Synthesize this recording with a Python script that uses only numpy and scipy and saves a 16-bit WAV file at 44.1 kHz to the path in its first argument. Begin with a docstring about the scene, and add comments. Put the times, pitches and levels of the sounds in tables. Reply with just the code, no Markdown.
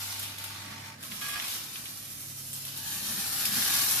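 """A screw-feeding machine in a workshop. From the start, thousands of small screws hop in vibrating steel
bowls while magnets hum, the mechanism clacks and the bench rumbles. A second feeder buzzes along, then
switches off just before 1 s. Between 1 and 2 s a small gate snaps and a feed rail chatters briefly.
From about 2.5 s the microphone drifts toward the nearest bowl: the rattle grows louder and rings more,
two single screws ping, and the microphone bumps softly as it is handled."""
import sys
import numpy as np
from scipy import signal
from scipy.fft import rfft, irfft, next_fast_len
from scipy.io import wavfile
from scipy.ndimage import map_coordinates

SR = 44100
rng = np.random.default_rng(int(sys.argv[2]) if len(sys.argv) > 2 else 0)


def inscribe(sig):
    """Save sig as 16-bit PCM at rate SR to the path in sys.argv[1].

    A 1-D sig is mono; a 2-D sig holds one channel per row.
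    Samples are clipped to [-1, 1] before scaling.
    """
    pcm = np.round(np.clip(np.atleast_2d(sig).T, -1, 1) * 32767)
    wavfile.write(sys.argv[1], SR, pcm.astype(np.int16))


N = 176400  # 4 seconds

# How loud the three parts of the rattle are: time_s, wall_db, track_db, fizz_db
RATTLE_LEVELS = [(0.0, -47.5, -42, -40), (0.24, -51.5, -43.5, -45.5), (0.34, -52, -48.5, -52),
                 (0.46, -51, -47, -49.5), (0.72, -48.5, -49.5, -55.5), (0.88, -49.5, -51.5, -56),
                 (0.98, -55.5, -58.5, -66), (1.04, -51.5, -50.5, -45.5), (1.19, -53, -45.5, -45),
                 (1.22, -47, -43, -41), (1.32, -49, -42.5, -42), (1.36, -43.5, -43, -45),
                 (1.52, -46.5, -40, -38.5), (1.63, -51, -46.5, -44), (2.09, -59, -52, -45),
                 (2.52, -61, -53, -43), (2.54, -59.5, -49, -40.5), (2.74, -57, -47, -45.5),
                 (2.88, -53, -44, -38), (3.36, -46.5, -39.5, -34), (3.75, -39.5, -34, -31),
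                 (3.93, -42.5, -37, -30), (4.0, -42.5, -35, -31.5)]
# Tone colour of the bowl wall, the steel track and screw-on-screw fizz: pitch_hz, level_db
WALL_COLOUR = [(40, -42), (480, -19), (700, -6), (1000, -5.5), (1250, 1), (1750, 0.5), (2100, -1.5),
               (2800, -17), (5000, -67)]
TRACK_COLOUR = [(1000, -11), (1700, -37.5), (2200, -3.5), (2900, 0), (3700, 4.5), (5300, 2), (6100, -12),
                (7500, -21), (11000, -21)]
FIZZ_COLOUR = [(3500, -38), (5500, -0.5), (6600, 0), (8400, -2.5), (10000, 2.5), (11200, 3.5), (12800, 3),
               (14200, -1)]
# The bowl's strongest modes (pitches it likes to ring at): pitch_hz, width_hz, level_db
BOWL_MODES = [(792, 47, 0.5), (900, 25, -1.5), (1152, 16, 0), (1540, 41, 5.5), (1661, 50, 4.5),
              (1822, 54, 7), (4310, 170, 2), (4700, 87, 5)]
# How the microphone faces the bowl: time_s, bowl_modes_db, fizz_left_minus_right_db
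FACING_BOWL = [(0, -17, 0), (1, -28, -4), (1.6, -14, -2.5), (2.65, -6, -2), (2.86, 7, 1), (4, 0.5, 2)]
# Which side the wall and track are heard on: time_s, left_minus_right_db
BODY_PAN = [(0, 0.5), (1.25, -1), (1.75, 3), (2.1, -3.5), (2.7, -2), (3.0, -0.2)]
# Clacks of the mechanism and of dropping screws: start_s, bright_db, dull_db
CLACKS = [(0.194, -32, -47), (0.229, -37.5, -40), (.384, -38, -44), (.4404, -35.5, -46), (1.028, -39, -52),
          (1.113, -55, -43), (1.212, -40, -44), (1.286, -36, -49), (1.481, -35, -42), (2.531, -36.5, -44.5),
          (2.6513, -36.5, -45.5), (2.774, -35, -54), (3.453, -25.5, -32.5), (3.624, -36, -30.5),
          (3.922, -28, -46)]
# Tone colour of a clack's two parts: pitch_hz, level_db
BRIGHT_COLOUR = [(100, -60), (3800, -23), (5300, -8), (7500, -3), (11500, 5), (14000, -0.5)]
DULL_COLOUR = [(40, -55), (200, -22), (1000, -13), (2200, -1), (3600, 6.5), (5500, -10), (14000, -13)]
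# Snaps of the screw gate: start_s, level_db
GATE_SNAPS = [(1.036, -42), (1.119, -35.5), (1.3587, -36), (1.3992, -30), (1.7575, -33), (1.857, -36)]
# Bursts of chatter on the rail: start_s, length_s, level_db
RAIL_BURSTS = [(1.211, 0.051, -41), (1.284, 0.11, -44), (1.42, .01, -45)]
# Modes of the gate and of the rail: pitch_hz, width_hz, level_db
GATE_MODES = [(1620, 500, -5.5), (2500, 550, 3), (3370, 480, 4), (3980, 500, -8), (6000, 700, -8)]
RAIL_MODES = [(1150, 63, -4), (1280, 80, -7.5), (1640, 36, 2.5), (2150, 110, -3.5), (2500, 85, -1),
              (3350, 250, -4)]
# Single screws ringing out: start_s, pitch_hz, level_db
PINGS = [(2.53, 8150, -36), (3.456, 5110, -26.5)]
# Held notes of the rail and the bowl: start_s, length_s, pitch_hz, level_db
HELD_NOTES = [(1.217, 0.053, 1646, -47.5), (1.283, 0.085, 1654, -44), (1.213, 0.13, 1172, -51.5),
              (2.763, .5, 900, -62.5), (2.817, 0.13, 1685, -55.5), (2.976, 0.33, 1790, -55),
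              (3.67, 0.18, 1145, -49.5), (3.69, 0.064, 1674, -45.5)]
# Tone colour of the second feeder's buzz: pitch_hz, level_db
FEEDER_COLOUR = [(200, -32), (500, -16), (780, 3), (900, 8.5), (1020, 3), (1500, -11), (2400, 5.5),
                 (3500, -8), (5500, 0.5), (8000, -9), (14000, -26)]
# Hum tones of the second feeder and of the motor: pitch_hz, level_db
FEEDER_TONES = [(600, -72), (900, -65), (1150, -66.5), (3450, -73)]
MOTOR_TONES = [(136, -63), (250, -71.5)]
# One swell of the motor's lowest tone: start_s, length_s, level_db
MOTOR_SWELL = (2.26, 0.47, -57)
# How loud the magnets and the bench are: time_s, level_db
MAGNET_LEVELS = [(0, -51.5), (0.26, -51), (0.34, -55), (0.5, -52.5), (0.89, -52), (0.94, -62), (1.7, -64),
                 (2.05, -58.5), (3.4, -57.5)]
RUMBLE_LEVELS = [(0.0, -58.5), (0.6, -55), (2.37, -58), (3.6, -51), (4.0, -50)]
# Soft, low bumps of the microphone being handled: peak_s, half_width_s, level_db
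HANDLING_BUMPS = [(.70, 0.055, -50), (1.15, 0.033, -47.5), (3.13, 0.048, -43.5), (3.57, 0.048, -41)]
# Tone colour of the bench rumble and of the handling bumps: pitch_hz, level_db
RUMBLE_COLOUR = [(20, -48), (32, -23), (50, -2), (70, -4), (115, 2.5), (160, 3), (290, 1), (400, -10),
                 (600, -5.5), (900, -23)]
HANDLING_COLOUR = [(90, -37), (160, -11), (195, -2.5), (230, -2), (290, -19.5), (500, -32)]
# How alike left and right are: pitch_hz, likeness (1 the same, -1 opposite)
STEREO_LIKENESS = [(180, 0.98), (350, 0.76), (600, -0.31), (900, 0.12), (1300, 0.45), (1800, 0.21),
                   (2500, -0.065), (14000, 0.05)]
# Balance of the two microphone openings: pitch_hz, left_minus_right_db
MIC_BALANCE = [(100, 0), (500, -3), (1400, -3), (2500, 0.5), (5000, -0.6), (10000, -2), (11500, 1),
               (13500, 5.5)]

DRIVE_HZ, HITS_PER_S = 50, 9000  # mains power shakes the bowls, and the screws hop
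WALL_TRIM_DB, BOWL_TRIM_DB, TINK_TRIM_DB, FIZZ_TRIM_DB = -0.44, -3, -2, 3.5  # added to RATTLE_LEVELS
TINKS_PER_S, TINK_CENTRE_HZ = 800, 4583
FEEDER_OFF_S, FEEDER_BUZZ_DB = 0.933, -50.5
TOP_HZ = 14330


def screws():
    """The same small blows sound the bowl wall, the steel track and the screws themselves."""
    wall_gain, track_gain, fizz_gain = amp(curves(RATTLE_LEVELS))
    modes_db, fizz_pan = curves(FACING_BOWL)
    body_pan, = curves(BODY_PAN)
    blows = screw_hits() * amp(0.95 * wobble(30.25))
    ringing = shimmer(steel_ring(blows, ring_db=3.5))
    in_step = amp(-1.5) * unit(drive_knocks())  # screws that land in time with the shaking
    bowl = amp(BOWL_TRIM_DB + modes_db) * resonated(unit(blows) + in_step, BOWL_MODES)
    wall = amp(WALL_TRIM_DB) * coloured(ringing, WALL_COLOUR)
    track = coloured(ringing, TRACK_COLOUR) + amp(TINK_TRIM_DB) * loose_screws()
    fizz = amp(FIZZ_TRIM_DB) * coloured(ringing, FIZZ_COLOUR)
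    body = wall_gain * (wall + bowl) + track_gain * track
    return panned(body_pan) * body + panned(fizz_pan) * fizz_gain * fizz


def screw_hits(bunching=0.08, scatter_db=4):
    """Screws land as tiny blows of random size, bunching up a little with each shake."""
    hits_per_s = HITS_PER_S * (1 + bunching * np.sin(2 * np.pi * DRIVE_HZ * clock()))
    lands = rng.random(N) < hits_per_s / SR
    sizes = amp(scatter_db * np.clip(rng.standard_normal(N), -2, 2))
    return lands * sizes * rng.uniform(-1.06, 1, (2, N))


def drive_knocks():
    """Each shake gives one knock of uneven size, the same in both channels."""
    knocks = np.diff(np.floor(clock() * DRIVE_HZ), prepend=0) * amp(wobble(34.0))
    return np.array([knocks, knocks])


def steel_ring(blows, ring_db, spots=10):
    """Each blow lands on one of several spots, and each spot adds its own dense, short ring."""
    t = np.arange(SR // 6) / SR
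    hit_spot = rng.integers(spots, size=N)
    out = blows.copy()
    for spot in range(spots):
        ring = rng.standard_normal((2, len(t))) * die_away(t, ring_s=0.078)
        ring /= np.linalg.norm(ring[0])
        out += amp(ring_db) * signal.oaconvolve(blows * (hit_spot == spot), ring, axes=1)[:, :N]
    return out


def shimmer(pair, depth_db=2.4, blur_hz=18, blur_s=0.092):
    """Narrow bands of pitch grow louder and softer at random."""
    hz, t, spectrum = signal.stft(pair, SR, nperseg=2048)
    blur = np.outer(bell(hz, hz.mean(), blur_hz), bell(t, t.mean(), blur_s))
    patches = unit(signal.fftconvolve(rng.standard_normal(spectrum.shape[1:]), blur, mode="same"))
    spectrum = spectrum * amp(depth_db * np.minimum(patches, 2))
    return signal.istft(spectrum, nperseg=2048)[1][:, :N]


def loose_screws():
    """Loose screws tumble and tink, each at its own pitch and place."""
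    t = np.arange(SR // 20) / SR
    out = np.zeros((2, N + len(t)))
    for when, pitch, size, left, right in rng.random((int(TINKS_PER_S * N / SR), 5)):
        hz = TINK_CENTRE_HZ * 2 ** (2 * pitch - 1)  # up to an octave either way
        cycles = hz * t + np.array([[left], [right]])
        start = int(when * N)
        out[:, start:start + len(t)] += size * np.sin(2 * np.pi * cycles) * die_away(t, ring_s=0.21)
    return unit(out[:, :N])


def clacks():
    """Metal hits metal sharply, with a short spray of rattle behind it."""
    bright, dull = np.zeros((2, N))
    for start, bright_db, dull_db in CLACKS:
        shape = strike(start, ring_s=0.033, tail_db=-6.5, tail_s=0.42)
        bright += amp(bright_db) * shape
        dull += amp(dull_db) * shape
    return bright * coloured(noise(), BRIGHT_COLOUR) + dull * coloured(noise(), DULL_COLOUR)


def screw_gate():
    """A small steel gate snaps with a hard, dry crack."""
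    snaps = sum(amp(db) * strike(start, ring_s=0.012, tail_db=-7, tail_s=0.11)
                for start, db in GATE_SNAPS)
    return snaps * resonated(noise(), GATE_MODES)


def feed_rail():
    """Screws scrape along a steel rail in rough bursts and make it ring."""
    bursts = sum(amp(db) * hold(start, length, fade_s=0.045) for start, length, db in RAIL_BURSTS)
    roughness = amp(2 * wobble(140))
    return bursts * unit(roughness * resonated(screw_hits(), RAIL_MODES))


def screw_pings(width_hz=230):
    """A hard-hit screw rings briefly around one pitch."""
    out = np.zeros((2, N))
    for start, hz, db in PINGS:
        t = np.maximum(clock() - start, 0)
        ring = resonated(screw_hits(), [(hz, width_hz, 0)])
        out += amp(db) * (t > 0) * die_away(t, ring_s=0.12) * ring
    return out


def singing_steel():
    """The rail or the bowl holds a note, fluttering as the screws shake it."""
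    out = np.zeros(N)
    for start, length, hz, db in HELD_NOTES:
        gain = hold(start, length, fade_s=0.04) * amp(db + 1.5 * wobble(60))
        out += gain * tone(hz, phase_rad=0.76 * wobble(90))
    return out


def second_feeder():
    """Another bowl knocks once a shake and hums, until it switches off."""
    buzz = coloured(steel_ring(drive_knocks(), ring_db=29, spots=2), FEEDER_COLOUR)
    tones = sum(amp(db + 3.5 * wobble(22.4)) * tone(hz) for hz, db in FEEDER_TONES)
    return hold(0, FEEDER_OFF_S, fade_s=0.032) * (amp(FEEDER_BUZZ_DB) * buzz + tones)


def magnets_and_motor():
    """Magnets hum at twice the mains rate; a motor adds wavering tones and swells once."""
    magnet_db, = curves(MAGNET_LEVELS)
    magnets = amp(magnet_db) * tone(2 * DRIVE_HZ)
    motor = sum(amp(db + wobble(4.5)) * tone(hz) for hz, db in MOTOR_TONES)
    start, length, swell_db = MOTOR_SWELL
    swell = amp(swell_db) * hold(start, length, fade_s=0.065) * tone(MOTOR_TONES[0][0])
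    return magnets + motor + swell


def bench(trim_db=2):
    """The bench rumbles under the machine."""
    level_db, = curves(RUMBLE_LEVELS)
    return amp(level_db + trim_db) * coloured(noise(), RUMBLE_COLOUR)


def mic_handling():
    """Handling the microphone makes soft, low bumps."""
    bumps = sum(amp(db) * bell(clock(), peak, width) for peak, width, db in HANDLING_BUMPS)
    return bumps * coloured(noise(), HANDLING_COLOUR)


def amp(db):
    """Turn decibels into a gain."""
    return 10 ** (np.asarray(db) / 20)


def unit(x):
    """Scale a signal to an average strength (rms) of 1."""
    return x / np.sqrt(np.mean(x ** 2) + 1e-20)


def clock():
    """The time of each sample, in seconds."""
    return np.arange(N) / SR


def noise():
    """Two unrelated channels of hiss."""
    return rng.standard_normal((2, N))


def tone(hz, phase_rad=0):
    """A pure tone of strength 1."""
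    return np.sqrt(2) * np.sin(2 * np.pi * hz * clock() + phase_rad)


def wobble(per_s):
    """A smooth curve through per_s random points a second."""
    return map_coordinates(rng.standard_normal(int(N * per_s / SR) + 4), [clock() * per_s])


def bell(x, centre, width):
    """A smooth hill of height 1."""
    return np.exp(-0.5 * ((x - centre) / width) ** 2)


def die_away(t, ring_s):
    """A fade that drops 60 dB in ring_s seconds."""
    return amp(-60 * t / ring_s)


def strike(start_s, ring_s, tail_db, tail_s):
    """A sudden start, a fast fade and a quieter, longer tail."""
    t = np.maximum(clock() - start_s, 0)
    return (t > 0) * (die_away(t, ring_s) + amp(tail_db) * die_away(t, tail_s))


def hold(start_s, length_s, fade_s):
    """Rise quickly, stay level, then fade."""
    t = clock() - start_s
    return np.clip(t / 0.0025, 0, 1) * np.exp(-np.maximum(t - length_s, 0) / fade_s)


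def curves(rows):
    """One curve over time for each column after the first."""
    times, *columns = np.transpose(rows)
    return [np.interp(clock(), times, column) for column in columns]


def at_pitch(rows, hz):
    """Read a table between its pitches, on a log scale."""
    pitches, values = np.transpose(rows)
    return np.interp(np.log(hz + 1), np.log(pitches + 1), values)


def filtered(x, response):
    """Multiply each frequency in x by response(hz)."""
    size = next_fast_len(N + SR // 2)
    hz = np.fft.rfftfreq(size, 1 / SR)
    return irfft(rfft(x, size) * response(hz), size)[..., :N]


def coloured(pair, colour):
    """Give two signals a tone colour and spread them in stereo."""
    return spread(filtered(pair, lambda hz: amp(at_pitch(colour, hz))))


def resonated(pair, modes):
    """Ring two signals through modes of alternating sign and spread them in stereo."""
    def response(hz):
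        return sum((-1) ** k * amp(db) * 1j * hz * width / (pitch ** 2 - hz ** 2 + 1j * hz * width)
                   for k, (pitch, width, db) in enumerate(modes))
    return spread(filtered(pair, response))


def spread(pair):
    """Mix two signals into left and right, alike in the bass, at strength 1."""
    def shares(hz):
        angle = np.arccos(np.clip(at_pitch(STEREO_LIKENESS, hz), -1, 1)) / 2
        return np.array([np.cos(angle), np.sin(angle)])
    mid, side = filtered(pair, shares)
    return unit(np.array([mid + side, mid - side]))


def panned(left_minus_right_db):
    """Left and right gains that lean a sound to one side."""
    return amp(np.outer([0.5, -0.5], left_minus_right_db))


def scene():
    """All the sounds together."""
    return (screws() + magnets_and_motor() + second_feeder() + feed_rail() + clacks()
            + screw_gate() + screw_pings() + bench() + mic_handling() + singing_steel())


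def record(dry):
    """Each microphone opening has its own tone colour; nothing above TOP_HZ gets through."""
    return filtered(dry, lambda hz: panned(at_pitch(MIC_BALANCE, hz)) * (hz < TOP_HZ))


dry = scene()
out = record(dry)
inscribe(out)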